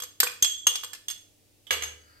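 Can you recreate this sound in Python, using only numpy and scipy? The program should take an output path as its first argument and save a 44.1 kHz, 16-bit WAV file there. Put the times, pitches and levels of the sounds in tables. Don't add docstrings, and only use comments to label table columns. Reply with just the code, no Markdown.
import sys
import numpy as np
from scipy import signal
from scipy.fft import rfft, irfft, next_fast_len
from scipy.io import wavfile

SR = 44100
rng = np.random.default_rng(int(sys.argv[2]) if len(sys.argv) > 2 else 0)


def output_pcm(signal):
    pcm = np.clip(np.atleast_2d(signal).T, -1, 1) * 32767
    wavfile.write(sys.argv[1], SR, np.round(pcm).astype(np.int16))


N = 97020

# freq_hz, density_db
AIR_SPECTRUM = [(25, -8.5), (100, -2.5), (160, -9), (300, -8.5), (600, -11.5), (1000, -24), (1600, -25),
                (2500, -18.5), (7300, -19), (15500, -22.5)]
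# freq_hz, coherence
AIR_COHERENCE = [(40, 0.93), (100, 0.27), (500, 0.3), (10000, .1)]
# pitch_hz, rms_db
HUM_PARTIALS = [(98, -73.5), (297, -76.5)]
# freq_hz, t60_s
ROOM_DECAY = [(200, 1), (600, 0.35), (1500, 0.42), (3500, 0.39), (7000, 0.43), (14000, 0.26)]
# freq_hz, gain_db
ROOM_SPECTRUM = [(150, -5), (500, 2), (1200, -1), (3200, 2.5), (6500, -2), (9000, -1), (14000, -0.5)]
# pitch_hz, level_db, t60_s
HISS_MODES = [(1530, 1, 0.0037), (4600, -9, 0.0059)]
# start_s, pitch_hz, level_db, t60_s, attack_s
COUNTER_THUDS = [(.424, 50, -53.5, 0.19, 0.0024), (.424, 125, -38, 0.044, .001),
                 (.424, 324, -31, 0.021, 0.00086)]
# pitch_hz, level_db, t60_s
TICK_MODES = [(3040, -9, 0.092), (3340, -2, 0.03), (3650, -7, 0.034)]
# pitch_hz, level_db, t60_s
LINGER_MODES = [(495, -1, 0.74), (2960, -1, 0.74)]
# start_s, knock_db, click_db, base_db, wall_db, pan_db (left minus right)
COUNTER_CONTACTS = [(1.7072, -22.5, -26, -24.5, -33, -0.5), (1.727, -42, -29.5, -45, -35, -2),
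                    (1.822, -36, -35.5, -36.5, -36, -3.5), (1.835, -38, -35.5, -42.5, -33, 0)]
# pitch_hz, level_db, t60_s
BASE_MODES = [(2864, -4.5, 0.2), (3350, 13, 0.014), (4120, 6.5, 0.0088), (10850, -9, 0.073)]
# pitch_hz, level_db, t60_s
STONE_MODES = [(437, -21, 0.063), (1292, -4, 0.026), (1664, -1, 0.021), (2045, -2, 0.014),
               (2255, -0.5, 0.017), (2760, 9, 0.0062)]
# freq_hz, density_db
STONE_CLICK_SPECTRUM = [(150, -18), (500, -2), (2200, -0.5), (4300, -2), (8500, 0), (9900, -36),
                        (11400, 2.5), (14800, -16), (16000, -41)]
# start_s, level_db, pan_db
BOWL_STRIKES = [(.424, -23.5, -5.5), (0.6681, -33.5, -6.5)]
# pitch_hz, t60_s, split_hz, first_point_db, second_point_db
BOWL_CLUSTERS = [(2860, .4, 50, -14, 0), (3320, .54, 80, -1, -1.5), (6385, .46, 48, -4, 0),
                 (7515, .45, 48, -4, -12), (8515, .4, 35, -25, -5), (11780, .4, 50, -17, -24),
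                 (13065, .4, 50, -23, -7), (14190, .35, 50, -24, -16)]
# start_s, pitch_hz, level_db, t60_s
TAP_CHINKS = [(0.2315, 1524, -33, 0.033), (0.2713, 2480, -30, 0.023), (0.932, 1726, -45.5, 0.054),
              (1.083, 3430, -34, 0.037)]
# pitch_hz, level_db, t60_s
KNOCK_MODES = [(494.4, -17, 0.099), (1221, 7.5, 0.0097), (1472, 2.5, 0.013), (1705, -0.5, 0.01)]
# freq_hz, density_db
RIM_CLICK_SPECTRUM = [(200, -33.5), (900, -10.5), (2700, -2), (3800, 0), (4800, 2.5), (6800, -2),
                      (8500, 0.5), (9700, -9.5), (12000, -3), (14400, -17), (16000, -33)]
# pitch_hz, level_db, t60_s
CUP_FAMILIES = [
    [(2870, -7, .035), (3335, 0, .045)],
    [(6388, 0, .045)],
    [(7540, 0, .035), (8560, -2, .032)],
    [(11450, -6, .02), (11790, 0, .03)],
    [(12370, -5, .035), (13090, 0, .04), (14250, -11, .035)],
]
# start_s, knock_db, click_db, five family_db, pan_db
RIM_CONTACTS = [(.001, -47.5, -39.5, -39.5, -56, -83, -71, -45, -1.5),
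                (0.021, -46.5, -39.5, -42, -37, -40, -49, -42, -2),
                (0.035, -47, -39.5, -67, -42, -43, -41.5, -45, -2),
                (0.2017, -48, -18, -35, -42, -30, -23.5, -17.5, -1),
                (0.2315, -26, -27, -34, -35, -30, -48, -62, -1.5),
                (0.2341, -44.5, -30.5, -47, -57, -32, -47, -29.5, -9),
                (0.2687, -37, -42, -57, -60, -61, -65, -58, 0.5),
                (0.272, -59, -37, -35, -48, -39.5, -61, -57, 1),
                (.424, -47, -24.5, -26.5, -16, -28.5, -23.5, -31, 0),
                (0.445, -47.5, -23.5, -34, -50, -43, -46, -51, 0.5),
                (0.6682, -30.5, -21, -17.5, -17, -27, -46, -26.5, 2),
                (0.7547, -45, -29, -34, -34.5, -45, -58, -43, -1),
                (.835, -43, -40.5, -38.5, -60, -53, -69, -41.5, -6.5),
                (.845, -50.5, -42.5, -46, -60, -42, -60, -49, 10),
                (0.932, -53.5, -39, -51, -60, -47.5, -56, -48, -7.5),
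                (.948, -63, -44, -57, -66, -63, -66, -62, 6),
                (1.083, -70, -38, -36.5, -35, -41, -44, -41, -6.5),
                (1.1, -59, -36.5, -40.5, -54.5, -38, -45, -52, -3.5),
                (1.109, -79, -38, -48, -33.5, -45.5, -42, -75, -2)]

RIM_CLICK_T60_S, RIM_LAG_S, RIM_ROOM_DB = 0.052, 0.00013, -7
STONE_CLICK_T60_S, STONE_LAG_S, STONE_ROOM_DB = 0.098, 0.000434, -3
BUILD_S, KNOCK_SPREAD_RAD = 0.00085, 0.2
SCENE_TIME_S, RING_TIME_S = np.arange(N) / SR, np.arange(SR) / SR
PAN_SPLIT = np.array([[.5], [-.5]])


def amp(db):
    return 10 ** (np.asarray(db) / 20)


def along(points, hz):
    freqs_hz, values = np.transpose(points)
    return np.interp(np.log(hz + 1), np.log(freqs_hz + 1), values)


def rise(attack_s, t=RING_TIME_S):
    return 1 - np.exp(-t / attack_s)


def burst(x, window_s=0.01):
    return x / np.sqrt(np.mean(np.sum(x ** 2, -1)) / (window_s * SR) + 1e-20)


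def filtered(x, response):
    n = x.shape[-1]
    padded = next_fast_len(n + 8192)
    return irfft(rfft(x, padded) * response(np.fft.rfftfreq(padded, 1 / SR)), padded)[..., :n]


def at(start_s, x):
    out, i = np.zeros((2, N)), round(start_s * SR)
    out[:, i:i + x.shape[-1]] = x[..., :N - i]
    return out


def ring(modes, spread_rad, scatter_db=2, attack_s=0.0007):
    t, y = RING_TIME_S, 0
    for hz, db, t60_s in modes:
        envelope = amp(db + scatter_db * rng.standard_normal((2, 1)) - 60 * t / t60_s)
        y = y + envelope * np.sin(2 * np.pi * hz * t + spread_rad * rng.standard_normal((2, 1)))
    return burst(y * rise(attack_s))


def click(spectrum, t60_s, hold_s=0.0016, attack_s=0.00061, coherence=0.37):
    t = RING_TIME_S
    common = np.sqrt(coherence) * rng.standard_normal(len(t))
    separate = np.sqrt(1 - coherence) * rng.standard_normal((2, len(t)))
    noise = filtered(common + separate, lambda hz: amp(along(spectrum, hz)))
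    fade = amp(-60 * np.maximum(t - hold_s, 0) / t60_s)
    return burst(noise * fade * rise(attack_s))


def in_kitchen(x, pan_db, lag_s, room_db):
    hz, t, noise = signal.stft(rng.standard_normal((2, int(.6 * SR))), SR, nperseg=256)
    fade = amp(-60 * t / along(ROOM_DECAY, hz)[:, None]) * rise(BUILD_S, t)
    tail = signal.istft(noise * fade, SR, nperseg=256)[1]
    wet = signal.fftconvolve(x, tail / np.linalg.norm(tail[0]), axes=1)[:, :x.shape[1]]
    wet = filtered(wet, lambda f: amp(room_db + along(ROOM_SPECTRUM, f)))
    direct = filtered(x, lambda f: np.exp(-2j * np.pi * f * lag_s * PAN_SPLIT))
    return amp(PAN_SPLIT * pan_db) * (direct + wet)


def room_tone(air_db=-63.5):
    def mid_side_gains(hz):
        angle_rad = np.arccos(along(AIR_COHERENCE, hz)) / 2
        return amp(along(AIR_SPECTRUM, hz)) * [np.cos(angle_rad), np.sin(angle_rad)]

    mid, side = filtered(rng.standard_normal((2, N)), mid_side_gains)
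    air = np.array([mid + side, mid - side])
    hum = sum(amp(db) * np.sqrt(2) * np.sin(2 * np.pi * (hz * SCENE_TIME_S + rng.random()))
              for hz, db in HUM_PARTIALS)
    return amp(air_db) * air / air.std() + hum


def closing_hiss(start_s=1.897, rise_s=0.21, level_db=-63):
    noise = rng.standard_normal(N) * rng.exponential(size=N)
    hiss = signal.fftconvolve(noise[None], ring(HISS_MODES, spread_rad=0.79), axes=1)[:, :N]
    swell = np.clip((SCENE_TIME_S - start_s) / rise_s, 0, 1)
    return in_kitchen(amp(level_db) * swell * hiss / hiss.std(), 0, STONE_LAG_S, STONE_ROOM_DB)


def counter_boom(start_s=1.708, pitch_hz=77.4, level_db=-49.5, attack_s=0.0063, hold_s=0.17, t60_s=0.95):
    t = np.maximum(SCENE_TIME_S - start_s, 0)
    fade = amp(level_db - 60 * np.maximum(t - hold_s, 0) / t60_s)
    return fade * rise(attack_s, t) * np.sin(2 * np.pi * pitch_hz * t)


def counter_thuds():
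    t, out = RING_TIME_S, 0
    for start_s, hz, db, t60_s, attack_s in COUNTER_THUDS:
        envelope = amp(db - 60 * t / t60_s) * rise(attack_s)
        out += at(start_s, envelope * np.sin(2 * np.pi * hz * t))
    return out


def edge_tick(start_s=1.668, ring_db=-48.5, click_db=-55):
    hit = amp(ring_db) * ring(TICK_MODES, spread_rad=1.0)
    hit += amp(click_db) * click(STONE_CLICK_SPECTRUM, STONE_CLICK_T60_S)
    return at(start_s, in_kitchen(hit, pan_db=-10.5, lag_s=STONE_LAG_S, room_db=-3.5))


def cup_linger(level_db=-35.5):
    landing_s = COUNTER_CONTACTS[0][0]
    return at(landing_s, amp(level_db) * ring(LINGER_MODES, KNOCK_SPREAD_RAD))


def cup_set_down():
    out = 0
    for start_s, knock_db, click_db, base_db, wall_db, pan_db in COUNTER_CONTACTS:
        hit = amp(knock_db) * ring(STONE_MODES, KNOCK_SPREAD_RAD)
        hit += amp(click_db) * click(STONE_CLICK_SPECTRUM, STONE_CLICK_T60_S)
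        hit += amp(base_db) * ring(BASE_MODES, spread_rad=0.97)
        hit += amp(wall_db) * ring(CUP_FAMILIES[1], spread_rad=0.42)
        out += at(start_s, in_kitchen(hit, pan_db, STONE_LAG_S, STONE_ROOM_DB))
    return out


def beating_modes(hz, t60_s, split_hz, count=20):
    t = RING_TIME_S
    modes_hz = hz + split_hz * rng.laplace(size=(count, 1))
    phase_rad = 2 * np.pi * rng.random((2, count))
    fade = amp(-60 * t / t60_s) * rise(BUILD_S)
    y = fade * np.real(np.exp(1j * phase_rad) @ np.exp(2j * np.pi * modes_hz * t))
    return y * np.linalg.norm(fade) / np.linalg.norm(y, axis=1, keepdims=True)


def bowl_ring():
    out = 0
    for point, (start_s, db, pan_db) in enumerate(BOWL_STRIKES):
        chime = sum(amp(point_db[point]) * beating_modes(hz, t60_s, split_hz)
                    for hz, t60_s, split_hz, *point_db in BOWL_CLUSTERS)
        out += at(start_s, amp(db + PAN_SPLIT * pan_db) * chime)
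    return out


def tap_chinks():
    out = 0
    for start_s, hz, db, t60_s in TAP_CHINKS:
        chink = amp(db) * ring([(hz, 0, t60_s)], spread_rad=0.51)
        out += at(start_s, in_kitchen(chink, 0, RIM_LAG_S, RIM_ROOM_DB))
    return out


def rim_taps(swell_s=0.00049):
    out = 0
    for start_s, knock_db, click_db, *family_db, pan_db in RIM_CONTACTS:
        hit = amp(knock_db) * ring(KNOCK_MODES, KNOCK_SPREAD_RAD)
        hit += amp(click_db) * click(RIM_CLICK_SPECTRUM, RIM_CLICK_T60_S)
        for db, modes in zip(family_db, CUP_FAMILIES):
            hit += amp(db) * burst(rise(swell_s) * ring(modes, spread_rad=1.0))
        out += at(start_s, in_kitchen(hit, pan_db, RIM_LAG_S, RIM_ROOM_DB))
    return out


def scene():
    glass = rim_taps() + tap_chinks() + bowl_ring() + edge_tick() + cup_set_down() + cup_linger()
    return glass + closing_hiss() + counter_thuds() + counter_boom() + room_tone()


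def record(dry):
    cutoff_hz = 15700
    return filtered(dry, lambda hz: 1 / np.sqrt(1 + (hz / cutoff_hz) ** 120))


dry = scene()
out = record(dry)
output_pcm(out)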